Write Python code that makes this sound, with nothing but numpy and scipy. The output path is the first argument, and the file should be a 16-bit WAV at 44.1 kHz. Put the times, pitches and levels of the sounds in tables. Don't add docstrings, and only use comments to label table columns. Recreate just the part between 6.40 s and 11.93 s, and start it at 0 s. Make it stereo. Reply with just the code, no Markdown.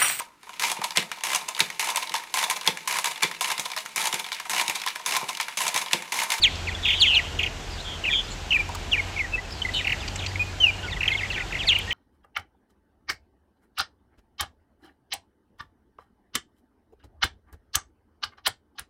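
import sys
import numpy as np
from scipy import signal
from scipy.fft import rfft, irfft, next_fast_len
from scipy.io import wavfile
from scipy.ndimage import uniform_filter1d, map_coordinates

SR = 44100
rng = np.random.default_rng(int(sys.argv[2]) if len(sys.argv) > 2 else 0)


def dump(signal):
    limited = np.clip(np.atleast_2d(signal).T, -1, 1)
    pcm = np.round(limited * 32767).astype(np.int16)
    wavfile.write(sys.argv[1], SR, pcm)


def invert_db(level):
    return 10 ** (np.asarray(level, dtype=float) / 20)


N = 243873


def along(points, hz):
    f, v = np.transpose(points)
    return np.interp(np.log(hz + 1), np.log(f + 1), v)


def unit(x):
    return x / np.sqrt(np.mean(x ** 2) + 1e-20)


def curves(rows):
    s, *cols = np.transpose(rows)
    return [np.interp(np.arange(N) / SR, s, c) for c in cols]


def wobble(rate, size=N):
    knots = rng.standard_normal(int(size * rate / SR) + 4)
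    return map_coordinates(knots, [1 + np.arange(size) * rate / SR])


def filtered(x, response):
    m = next_fast_len(N + SR // 2)
    return irfft(rfft(x, m) * response(np.fft.rfftfreq(m, 1 / SR)), m)[..., :N]


def ring(modes):
    def response(f):
        return sum((-1) ** k * invert_db(db) * 1j * f * w / (c * c - f * f + 1j * f * w)
                   for k, (c, w, db) in enumerate(modes))
    return response


def add(out, s, sound, pan_db, lag_s):
    for side, mic in zip((1, -1), out):
        start = round((s + side * lag_s * pan_db) * SR)
        mic[start:start + len(sound)] += invert_db(side * pan_db / 2) * sound


# frequency in Hz, left-right likeness.
LIKENESS = [(60, 0.94), (290, 0.98), (640, 0.9), (1400, 0.68), (3100, 0.14), (6800, -0.33), (15000, 0.18)]


def rush(spectrum, patchy_db):
    z = signal.stft(rng.standard_normal((2, N + 512)), nperseg=512)[2]
    field = uniform_filter1d(rng.standard_normal(z.shape[1:]), size=6, axis=0)
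    field = uniform_filter1d(field, size=12, axis=1)
    pair = signal.istft(z * invert_db(patchy_db * unit(field)), nperseg=512)[1][:, :N]

    def mid_side(hz):
        turn = np.arccos(np.clip(along(LIKENESS, hz), -1, 1)) / 2
        return invert_db(along(spectrum, hz)) * [np.cos(turn), np.sin(turn)]
    mid, side = filtered(pair, mid_side)
    return np.array([mid + side, mid - side]) / np.sqrt(np.mean(mid ** 2))


# time in seconds, breeze in dB.
BREEZE = [(0, 0.5), (.7, 2), (1.1, -1), (2.4, -0.1), (2.9, -2.2), (3.5, 1.4), (4.2, -1.8), (4.85, 1.3),
          (5.53, 0.1)]
# frequency in Hz, level in dB per Hz.
TRAFFIC_SPECTRUM = [(12, -44), (30, -4.5), (50, -2.5), (75, -0.5), (102, -8), (141, -8), (229, -15),
                    (360, -13), (536, -17), (797, -13.5), (1120, -22), (1500, -19.5), (1950, -24.5),
                    (3300, -120)]
# frequency in Hz, level in dB per Hz.
LEAF_SPECTRUM = [(590, -19), (1000, -3.5), (1140, -8.5), (2780, -2.5), (5250, -7.5), (6940, -8.5),
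                 (7700, -11), (9380, -23.5), (12800, -27), (15100, -40), (16000, -46)]


def air():
    breeze_db, = curves(BREEZE)
    leaves_db = -41 + breeze_db + 0.7 * wobble(5.56)
    traffic_db = -38.5 + 0.19 * breeze_db + 0.49 * wobble(4.6)
    low = invert_db(traffic_db) * rush(TRAFFIC_SPECTRUM, patchy_db=1.0)
    return low + invert_db(leaves_db) * rush(LEAF_SPECTRUM, patchy_db=.7)


# time in seconds, firing rate in Hz,
# load in dB that leans the sound from the second order to the first.
ENGINE_RUN = [(0, 44, 2), (.2, 42.8, -4), (.95, 42.4, -3), (1.1, 42.47, 5), (1.6, 42.05, 0),
              (1.95, 43.2, 5), (2.1, 44.5, -3), (2.5, 44.9, 1), (2.65, 44.8, -5.5), (2.9, 45.45, 5),
              (4, 46.4, -6), (4.6, 46.7, -1.5), (5.53, 46.2, -1.5)]
# multiple of the firing rate, level in dB under the second order.
WEAKER_ORDERS = [(1.5, -9), (2.5, -32), (3, -28), (4, -19)]


def engine():
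    rate, load_db = curves(ENGINE_RUN)
    first_db, second_db = -41.5 + 0.63 * load_db, -44 - 1.2 * load_db
    turn = 2 * np.pi * np.cumsum(rate + 0.805 * wobble(6)) / SR

    def order(k, db):
        return np.sqrt(2) * invert_db(db + 1.84 * wobble(4.83)) * np.sin(k * turn)
    weak = sum(order(k, second_db + db) for k, db in WEAKER_ORDERS)
    return order(0.93, first_db) + order(2, second_db) + weak


# multiple of the pitch, level in dB.
SYRINX_OVERTONES = [(2, -28.5), (3, -41.5), (4, -48.5), (5, -41), (6, -45), (7, -55)]


def syrinx(pitch, bright_db):
    turn = 2 * np.pi * np.cumsum(pitch) / SR
    tone = np.sin(turn)
    for k, db in SYRINX_OVERTONES:
        tone = tone + invert_db(db + bright_db) * np.sin(k * turn) * (k * pitch < SR / 2)
    return tone


def calls(rows, path, carry, attack_s, swell=((0, 0),), strain=0.87, bright_db=13):
    out = np.zeros((2, N + SR))
    release_s = 0.0013
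    for s, length, first_hz, last_hz, db in rows:
        t = np.arange(round(length * SR)) / SR
        fallen = uniform_filter1d(np.interp(t / length, *np.transpose(path)), size=200)
        pitch = first_hz * (last_hz / first_hz) ** fallen
        swell_db = uniform_filter1d(np.interp(t / length, *np.transpose(swell)), size=120)
        effort_db = db + along(carry, pitch) + swell_db
        fade = np.clip(np.minimum(t / attack_s, (length - t) / release_s), 0, 1)
        tone = syrinx(pitch, bright_db=strain * effort_db + bright_db)
        add(out, s, invert_db(effort_db - 3.5) * fade * tone, -1.2, lag_s=.00001)
    return out[:, :N]


# start in seconds, length in seconds, first and last pitch in Hz, level in dB.
NEAR_SWOOPS = [
    (.014, 0.073, 4780, 1963, -10),
    (.595, 0.075, 4800, 1960, -10),
    (5.193, .058, 3450, 1690, -21),
    (5.265, 0.074, 4760, 1960, -12.5),
]
SWOOP_PATH = [(0, 0), (0.143, 0.058), (0.24, .14), (.36, .37), (0.522, .48), (.68, .72), (.85, .89),
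              (1, 0.99)]
# frequency in Hz, level in dB.
SWOOP_CARRY = [(1750, -11), (2050, -10), (2250, -5.5), (2500, -5), (2870, 1), (3200, 0.5), (3600, 2),
               (4400, 0.5)]


def swoops():
    return calls(NEAR_SWOOPS, SWOOP_PATH, SWOOP_CARRY, attack_s=0.018)


def voices(notes, pan_db, sag, rise, fall, rough, bright_db, flutter_hz=0, swing=0, gate=0, fade_db=0,
           broken_db=0, smooth=False):
    out = np.zeros((2, N + SR))
    for s, length, first_hz, last_hz, db in notes:
        t = np.arange(round(length * SR)) / SR
        u, shake = t / length, wobble(300.2, size=len(t))
        beat = (flutter_hz * t + 0.026 * shake) % 1
        pitch = first_hz * (last_hz / first_hz) ** (u + sag * u * (1 - u))
        pitch *= 1 + swing * np.cos(np.pi * beat * (1 + smooth)) + 0.004 * rough * shake
        shape = np.clip(u / rise, 0, 1) * np.clip((1 - u) / fall, 0, 1)
        open_share = np.sin(np.pi * (beat + 0.14 * smooth)) ** 2
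        chop = 1 - np.clip(gate, 0, 1) * (1 - open_share)
        far = np.clip(-db / 10 - 2.5, 0, 1)
        level_db = db + fade_db * (u - .3) + broken_db * far * wobble(110, size=len(t))
        swell = invert_db(level_db + 0.92 * rough * shake) * np.sin(np.pi / 2 * shape)
        add(out, s, swell * chop * syrinx(pitch, bright_db), pan_db, lag_s=.00001)
    return out[:, :N]


# start in seconds, length in seconds, first pitch in Hz, level in dB.
FALLING = [(0.024, .018, 3080, -33), (0.034, 0.022, 2910, -24), (0.267, 0.034, 3050, -30.5),
           (0.311, .036, 2720, -40), (3.385, 0.037, 2900, -32), (3.594, 0.078, 4200, -34.5),
           (4.44, 0.068, 3800, -39), (4.494, 0.049, 2840, -33.5), (4.503, 0.081, 4900, -37.5),
           (4.763, 0.067, 4260, -30.5), (4.82, 0.014, 3090, -33), (4.846, 0.019, 3100, -31),
           (4.917, 0.023, 2500, -35), (4.966, .024, 1990, -35), (4.973, 0.016, 2890, -31),
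           (4.994, 0.01696, 3440, -30), (5.122, .017, 3040, -31), (5.142, 0.017, 3240, -27.5),
           (5.165, 0.021, 3133, -33), (5.259, 0.047, 2465, -34.5), (5.394, 0.0096, 2840, -34),
           (5.506, 0.015, 3640, -23.5)]
# start in seconds, length in seconds, first pitch in Hz, level in dB.
SAGGING = [(0.077, 0.022, 2890, -40), (0.661, 0.019, 2780, -31), (2.76, 0.024, 2400, -26),
           (2.799, 0.0257, 2276, -21.5), (4.466, 0.019, 5000, -43), (4.516, .024, 3900, -36),
           (4.721, 0.01, 4260, -38), (4.732, 0.012, 3620, -35), (4.814, .01, 3800, -43),
           (4.886, .012, 3450, -39), (4.94, .014, 3600, -35), (5.238, 0.0124, 3550, -34),
           (4.428, .008, 3100, -39), (4.678, 0.0083, 3325, -16), (4.702, 0.013, 2730, -22),
           (4.831, 0.013, 2225, -20.5), (4.901, 0.0155, 2898, -23.5), (5.003, 0.011, 2195, -21.5),
           (4.807, 0.013, 2000, -26.5), (5.128, 0.012, 2140, -29), (5.151, 0.013, 2230, -22.5),
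           (5.349, .018, 3080, -17), (5.382, 0.0214, 3245, -32)]
# start in seconds, length in seconds, first and last pitch in Hz, level in dB.
FREE_SLIDES = [(0.281, 0.022, 4730, 3670, -40), (0.289, 0.023, 3740, 3160, -38),
               (.328, 0.022, 2730, 2900, -40.5), (0.348, .016, 1700, 1550, -40),
               (.369, .012, 2120, 2020, -41), (.384, .018, 1900, 1780, -40),
               (1.402, 0.012, 3730, 4330, -38), (1.915, 0.0081, 4070, 4540, -36),
               (1.832, 0.033, 5120, 4860, -41), (2.574, .038, 2523, 2024, -20.5),
               (2.782, 0.01, 2850, 2500, -31), (2.791, 0.009, 2690, 2170, -20),
               (2.833, 0.0318, 2084, 1793, -27), (2.976, 0.025, 1923, 2054, -27),
               (3.602, 0.032, 5120, 4800, -38), (4.709, 0.049, 5100, 2294, -34.5),
               (4.909, 0.068, 5140, 2000, -35), (4.976, 0.025, 3640, 2960, -41),
               (5.016, 0.012, 3100, 2200, -35), (4.95, .01, 3100, 2440, -37),
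               (5.268, .022, 2250, 1830, -39), (5.108, .012, 2000, 1400, -35),
               (5.186, 0.01, 2800, 2500, -44), (5.19, 0.0098, 2710, 3300, -33),
               (5.224, 0.028, 4200, 3022, -36), (5.252, 0.009, 2130, 2700, -31),
               (5.284, 0.013, 2500, 2740, -25), (5.318, 0.0082, 2750, 3042, -18),
               (5.327, 0.0072, 3020, 2720, -14.5), (5.341, 0.0055, 2780, 2600, -28),
               (5.361, 0.007, 2740, 2050, -22), (5.365, 0.0071, 2270, 2700, -28),
               (5.476, 0.039, 1830, 1940, -26), (5.515, 0.058, 3080, 3050, -23.5)]
# start in seconds, length in seconds, pitch in Hz, level in dB.
LEVEL_PIPS = [(0.348, .017, 3430, -36), (1.307, 0.013, 4980, -35), (2.932, 0.028, 2643, -23),
              (2.921, .008, 2670, -36), (2.959, 0.0047, 2500, -28.5), (3.047, .012, 2620, -53),
              (3.12, 0.0088, 5300, -36), (3.218, 0.0079, 3140, -19.5), (3.249, 0.014, 2074, -17.5),
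              (3.287, 0.011, 2027, -23.5), (3.878, 0.015, 4800, -37), (3.915, 0.0085, 2000, -38),
              (3.957, 0.0037, 2190, -20.5), (4.045, 0.026, 2475, -49), (4.39, 0.0086, 1827, -31.5),
              (4.845, 0.0051, 2082, -33), (4.979, .011, 1817, -29), (5.396, 0.0052, 2930, -29),
              (4.715, 0.021, 2127, -18), (4.747, 0.015, 2182, -20), (4.808, 0.032, 4930, -41)]
BOTTOM_HZ = 1744


def whistles():
    drops = [(s, length, hz, BOTTOM_HZ, db) for s, length, hz, db in FALLING]
    chirps = [(s, length, hz, .88 * hz, db) for s, length, hz, db in SAGGING]
    pips = [(s, length, hz, .98 * hz, db) for s, length, hz, db in LEVEL_PIPS]
    slides = voices(drops + chirps + FREE_SLIDES, pan_db=0.6, sag=0.202, rise=0.25, fall=0.26,
                    rough=1.4, bright_db=-2.0, broken_db=5.5)
    return slides + voices(pips, pan_db=1.1, sag=0, rise=0.23, fall=0.28, rough=0.57,
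                           bright_db=1.5, broken_db=7.5)


# start in seconds, peak in dB, length in
# seconds, left-right in dB.
CHIP_BURSTS = [
    (.154, -36, .007, 0),
    (3.105, -28.5, 0.0072, -2),
    (3.677, -25, 0.012, 1),
    (3.756, -23, 0.011, -2.5),
    (3.861, -21.5, 0.011, -1.5),
]
# frequency in Hz, width in Hz, level in dB.
BEAK_MODES = [(2600, 630, 4.5), (4900, 820, 6), (7600, 610, 0), (13800, 1400, -25)]


def chips():
    out = np.zeros((2, N + SR))
    for s, db, length, pan_db in CHIP_BURSTS:
        count = round(length * SR)
        breath = signal.windows.tukey(count, .4) * rng.standard_normal(count)
        add(out, s, invert_db(db + 1.0) * breath, pan_db, lag_s=.00002)
    return filtered(out[:, :N], ring(BEAK_MODES))


def scattered(x, direct_db):
    t = np.arange(SR // 20) / SR
    t60_s = .038
    smear = rng.standard_normal((2, len(t))) * invert_db(-60 * t / t60_s)
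    smear = smear / np.linalg.norm(smear[0])
    return invert_db(direct_db) * x + signal.fftconvolve(x, smear, axes=1)[:, :N]


# start in seconds, length in seconds, first and last pitch in Hz, level in dB.
NEAR_BUZZES = [
    (.425, 0.13, 3645, 3280, -21),
    (0.531, 0.061, 3370, 3530, -24.5),
    (0.561, 0.11, 3380, 2920, -26.5),
    (.642, 0.16, 3640, 2600, -15.5),
    (1.693, 0.13, 3515, 3310, -19.5),
]
# rate in Hz, pitch swing as a share, swell in dB.
BUZZ_FLUTTERS = [(129.5, 0.076, 2), (131.5, 0.11, -5), (134.6, 0.072, 2), (142, 0.07, -1),
                 (141.6, 0.058, 1.5)]
# start in seconds, length in seconds, first and last pitch in Hz, level in dB.
DISTANT_BUZZES = [(.82, .1, 3330, 3010, -43), (1.305, 0.082, 5060, 4760, -40.5),
                  (1.375, 0.049, 3500, 4050, -40), (1.434, .152, 3553, 3190, -36.5),
                  (1.86, 0.098, 3620, 4300, -46), (1.9, 0.047, 7600, 7500, -46.5),
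                  (3.09, 0.14, 5430, 4330, -40)]


def buzzes():
    def buzz(notes, rate_hz, swing, swell_db):
        return voices(notes, pan_db=-1.1, sag=.9, rise=0.29, fall=0.39, rough=1.9, bright_db=-3.0,
                      flutter_hz=rate_hz, swing=swing, gate=0.57, fade_db=swell_db, smooth=True)
    near = sum(buzz([note], *flutter) for note, flutter in zip(NEAR_BUZZES, BUZZ_FLUTTERS))
    return near + scattered(buzz(DISTANT_BUZZES, 141, .075, 0), direct_db=-1)


def strokes(phrases, again_s, again_db, tire_db, fade_db, again_top_hz, first_s, first_db):
    rows = []
    for s, period, hz, rise_hz, widen, db in phrases:
        for k in range(4):
            start = s + k * period + k * (k - 1) * widen
            level_db = db + first_db * (k == 0) + tire_db * (k == 3)
            rows.append((start, .015 if k else first_s, hz + k * rise_hz, BOTTOM_HZ, level_db))
    once = voices(rows, pan_db=0.3, sag=-0.3, rise=0.38, fall=0.068, rough=3.7, bright_db=16.0,
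                  fade_db=fade_db)

    def again(hz):
        return np.exp(-2j * np.pi * hz * again_s) / (1 + (hz / again_top_hz) ** 8)
    return once + invert_db(again_db) * filtered(once, again)


# start in seconds, stroke period in seconds, first pitch in Hz,
# widening of each gap in seconds, level in dB.
HIDDEN_PHRASES = [
    (.451, .0255, 3270, 0.00025, -18.5),
    (0.988, .018, 3560, 0.003, -19.5),
]
# start in seconds, stroke period in seconds, first pitch in Hz,
# rise in Hz a stroke, level in dB.
OPEN_PHRASES = [
    (3.444, .0252, 2895, 72.14, -21),
    (4.606, 0.024, 2800, 120, -20.5),
]
# frequency in Hz, level in dB.
OPEN_BEAK = [(1500, 0.5), (2200, -1.5), (2800, 3), (3300, -3), (4500, -8), (7000, -12), (10000, -11),
             (14000, -9.5)]


def chatter():
    rising = [(s, period, hz, rise_hz, 0, db) for s, period, hz, rise_hz, db in OPEN_PHRASES]
    sinking = [(s, period, hz, -60, widen, db - 2.0) for s, period, hz, widen, db in HIDDEN_PHRASES]
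    clear = strokes(rising, again_s=0.012, again_db=-4, tire_db=0, fade_db=-5, again_top_hz=2100,
                    first_s=.016, first_db=-4)
    hidden = strokes(sinking, again_s=.0078, again_db=-4.5, tire_db=-2, fade_db=-13, again_top_hz=3300,
                     first_s=0.015, first_db=1.0)
    both = clear + scattered(hidden, direct_db=.5) * invert_db(-.6)
    return filtered(both, lambda hz: invert_db(along(OPEN_BEAK, hz)))


# start in seconds, length in seconds, first and last pitch in Hz, level in dB.
STALLED_DIVE = [
    (.741, .068, 4270, 1748, -13.5),
]
STALLED_PATH = [(0, .03), (.09, 0), (.25, .29), (.5, .44), (.71, .57), (.79, .82), (1, 1)]
# frequency in Hz, level in dB.
STALLED_CARRY = [(1750, -17), (2050, -1), (2400, -1.5), (2650, -6), (2850, 5.5), (3300, -2.5), (3800, -4),
                 (4300, 0)]


def stalled_dive():
    return calls(STALLED_DIVE, STALLED_PATH, STALLED_CARRY, attack_s=0.0054)


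# start in seconds, length in seconds, first and last pitch in Hz, level in dB.
CALL_STEPS = [(1.638, .011, 3030, 2600, -24.5), (1.648, .011, 2550, 1950, -27),
              (1.651, 0.0094, 2694, 2530, -22), (1.66, 0.014, 3120, 2650, -22),
              (1.674, 0.02, 2800, 2270, -19), (1.696, .019, 2035, 1790, -25.5),
              (1.727, 0.015, 2590, 2240, -20.5), (2.106, 0.014, 3120, 2690, -17.5),
              (2.117, 0.013, 2600, 2030, -29), (2.12, 0.0081, 2703, 2550, -16.5),
              (2.127, 0.013, 3200, 2610, -17.5), (2.139, 0.033, 2710, 2274, -16.5),
              (2.162, 0.018, 2050, 1770, -26.5), (2.186, 0.029, 2534, 2280, -21)]


def stepped_calls():
    return voices(CALL_STEPS, pan_db=1.2, sag=0.32, rise=0.26, fall=0.19, rough=0.81, bright_db=1.5)


# start in seconds, peak in dB, length in seconds, left-right in dB.
SCRAPES = [
    (2.202, -44, 0.002, 1),
    (2.29, -36.5, 0.0014, 12),
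    (2.348, -34.5, 0.0027, 7),
    (2.353, -31, .0018, 4.5),
]
# start in seconds, peak in dB, pitch in Hz, left-right in dB.
SHELL_KNOCKS = [
    (2.203, -28.5, 830, -2),
    (2.2915, -25.5, 920, 12),
    (2.299, -27, 950, 8),
    (2.349, -24.5, 1200, 6),
    (2.358, -28.5, 940, 8),
]
# frequency in Hz, width in Hz, level in dB.
SHELL_MODES = [(4800, 1200, 1.5), (7950, 1400, 0.5), (13000, 4500, -8)]


def ticks():
    crack, knock = np.zeros((2, 2, N + SR))
    t = np.arange(SR // 30) / SR
    for s, db, length, pan_db in SCRAPES:
        scrape = rng.standard_normal(len(t)) * t / length * np.exp(1 - t / length * 1.7)
        scrape = np.convolve(scrape / np.abs(scrape).max(), [.5, .5], 'same')
        add(crack, s, invert_db(db + 16.5) * scrape, pan_db, lag_s=.00003)
    t60_s, attack_s = 0.032, 0.00047
    for s, db, hz, pan_db in SHELL_KNOCKS:
        decay = invert_db(db - 60 * t / t60_s) * (1 - np.exp(-t / attack_s))
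        add(knock, s, decay * np.sin(2 * np.pi * hz * t), pan_db, lag_s=0)
    return knock[:, :N] + filtered(crack[:, :N], ring(SHELL_MODES))


# start in seconds, length in seconds, first and last pitch in Hz, level in dB.
LOUD_DIVES = [
    (2.512, 0.063, 3830, 1736, -15),
]
DIVE_PATH = [(0, 0), (.05, 0.069), (.25, 0.28), (.47, .5), (.62, .62), (.82, 0.87), (1, 0.96)]
# frequency in Hz, level in dB.
DIVE_CARRY = [(1750, -4), (2050, -12.5), (2400, -0.5), (2520, 0.5), (2620, 0.5), (2720, 0), (2860, 8),
              (3030, -2)]


def dives():
    return calls(LOUD_DIVES, DIVE_PATH, DIVE_CARRY, attack_s=0.014)


# start in seconds, length in seconds, first and last pitch in Hz, level in dB.
RASP_LOW_VOICE = [
    (3.337, 0.072, 3010, 2854, -17),
    (3.392, 0.046, 2751, 2420, -22),
]
# start in seconds, length in seconds, first and last pitch in Hz, level in dB.
RASP_HIGH_VOICE = [
    (3.334, 0.077, 4120, 3420, -22.5),
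    (3.408, 0.018, 3750, 3534, -28),
]


def rasp():
    low = voices(RASP_LOW_VOICE, pan_db=9.5, sag=0.063, rise=0.14, fall=0.54, rough=1.1, bright_db=-4,
                 flutter_hz=123.4, swing=0.057, gate=0.96, fade_db=6)
    high = voices(RASP_HIGH_VOICE, pan_db=11.5, sag=0.11, rise=0.08, fall=0.7, rough=1.3, bright_db=9,
                  flutter_hz=121.0, swing=0.15, gate=0.9)
    return scattered(low + high, direct_db=3) / 2


# start in seconds, length in seconds, first and last pitch in Hz, level in dB.
LEFT_STROKES = [
    (3.789, .024, 4220, 2170, -26.5),
    (3.818, 0.026, 3630, 1990, -26),
    (3.841, 0.013, 3626, 2104, -25.5),
    (3.858, 0.014, 3070, 1920, -33),
]


def left_strokes():
    return voices(LEFT_STROKES, pan_db=8.5, sag=0.082, rise=0.11, fall=0.16, rough=0.76, bright_db=-1,
                  fade_db=-3)


# start in seconds, length in seconds, first and last pitch in Hz, level in dB.
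HELD_NOTE = [
    (3.993, 0.043, 2450, 2483, -19),
]


def held_note():
    return voices(HELD_NOTE, pan_db=0.7, sag=0, rise=.2, fall=0.38, rough=.5, bright_db=4.5)


# start in seconds, length in seconds, first and last pitch in Hz, level in dB.
STRAIGHT_CALL = [
    (4.2, 0.107, 3170, 2310, -5.5),
]
STRAIGHT_PATH = [(0, 0.027), (.25, 0.15), (.6, .56), (.8, .8), (1, 0.98)]
# share of length, level in dB.
STRAIGHT_LEVEL = [(0, -10), (.3, -8), (.405, 3.2), (.52, -9), (.6, -14), (.655, 0), (.72, -22),
                  (.79, -5.5), (1, -14)]


def straight_call():
    return calls(STRAIGHT_CALL, STRAIGHT_PATH, [(1000, 0)], attack_s=0.006, swell=STRAIGHT_LEVEL,
                 strain=-.7, bright_db=-3)


def flock(count):
    when, length, high, size = rng.random((count, 4)).T
    first_s, last_s = 4.4, 5.46
    rows = zip(first_s + when * (last_s - first_s), 0.0121 + 0.0195 * length,
               2500 + 1500 * high, 1800 + 700 * high, -45.5 + 5 * size)
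    far = voices(rows, pan_db=0, sag=0.2, rise=0.27, fall=0.32, rough=1.3, bright_db=-7, broken_db=4.0)
    return scattered(far, direct_db=-3.5)


# start in seconds, length in seconds, first and last pitch in Hz, level in dB.
LOW_WHISTLES = [
    (4.428, 0.056, 1518, 1400, -31.5),
    (4.957, 0.11, 1566, 1368, -38),
    (5.105, 0.0146, 1772, 1320, -41),
]


def mellow_whistles():
    return voices(LOW_WHISTLES, pan_db=0.0, sag=0.15, rise=.15, fall=0.25, rough=.6, bright_db=-4)


# frequency in Hz, level in dB.
SNAP_COLOUR = [(1000, -20), (4000, -2), (8000, 1), (15000, 1)]


def snap():
    out = np.zeros((2, N))
    add(out, 5.3891, invert_db(-8) * np.ones(1), 4.5, lag_s=.00001)
    return filtered(out, lambda hz: invert_db(along(SNAP_COLOUR, hz)))


# delay in seconds, left level in dB, right level in dB.
GROUND_AND_WALLS = [(.0046, -6.5, -9), (0.0105, -12.5, -21), (0.022, -30, -33)]
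# frequency in Hz, level in dB.
THROAT_AND_AIR = [(1500, 0), (3500, 5), (4600, -0.5), (5400, -3), (6800, 13), (8200, 1.5), (10000, 3),
                  (12300, 5), (14200, 2.5), (16000, -2)]
# frequency in Hz, left-right in dB.
BODY_SHADE = [(1800, -1), (2500, -1), (3500, -4), (5000, -3), (12000, 5.5)]


def birds():
    song = swoops() + whistles() + buzzes() + chatter() + stalled_dive() + stepped_calls() + dives()
    song += left_strokes() + held_note() + flock(count=26) + mellow_whistles()

    def bounce(hz):
        return 1 + sum(invert_db([[left_db], [right_db]]) * np.exp(-2j * np.pi * hz * s)
                       for s, left_db, right_db in GROUND_AND_WALLS)

    def throat(hz):
        shade_db = along(BODY_SHADE, hz) * [[.5], [-.5]]
        return invert_db(along(THROAT_AND_AIR, hz) + shade_db - 3.0)
    return filtered(filtered(song, bounce) + straight_call() + rasp(), throat)


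# frequency in Hz, time to fall 60 dB in seconds.
TREE_DECAY = [(1500, 0.22), (3000, 0.68), (8000, 0.91)]


def trees(x, delay_s):
    hz, t, z = signal.stft(rng.standard_normal((2, SR // 2)), SR, nperseg=256)
    tail = signal.istft(z * invert_db(-60 * t / along(TREE_DECAY, hz)[:, None]), SR, nperseg=256)[1]
    late = np.pad(x.mean(axis=0), (round(delay_s * SR), 0))[None]
    return signal.fftconvolve(late, tail / np.linalg.norm(tail[0]), axes=1)[:, :N]


def scene():
    song = birds() + chips()
    return song + invert_db(-13.5) * trees(song, delay_s=0.008) + ticks() + snap() + engine() + air()


def top_cut(x):
    return signal.sosfilt(signal.butter(12, 15850, fs=SR, output="sos"), x)


def record(dry):
    top_hz = 15850
    mix = filtered(dry, lambda hz: hz < top_hz)
    return top_cut(mix)


dry = scene()
out = record(dry)
dump(out)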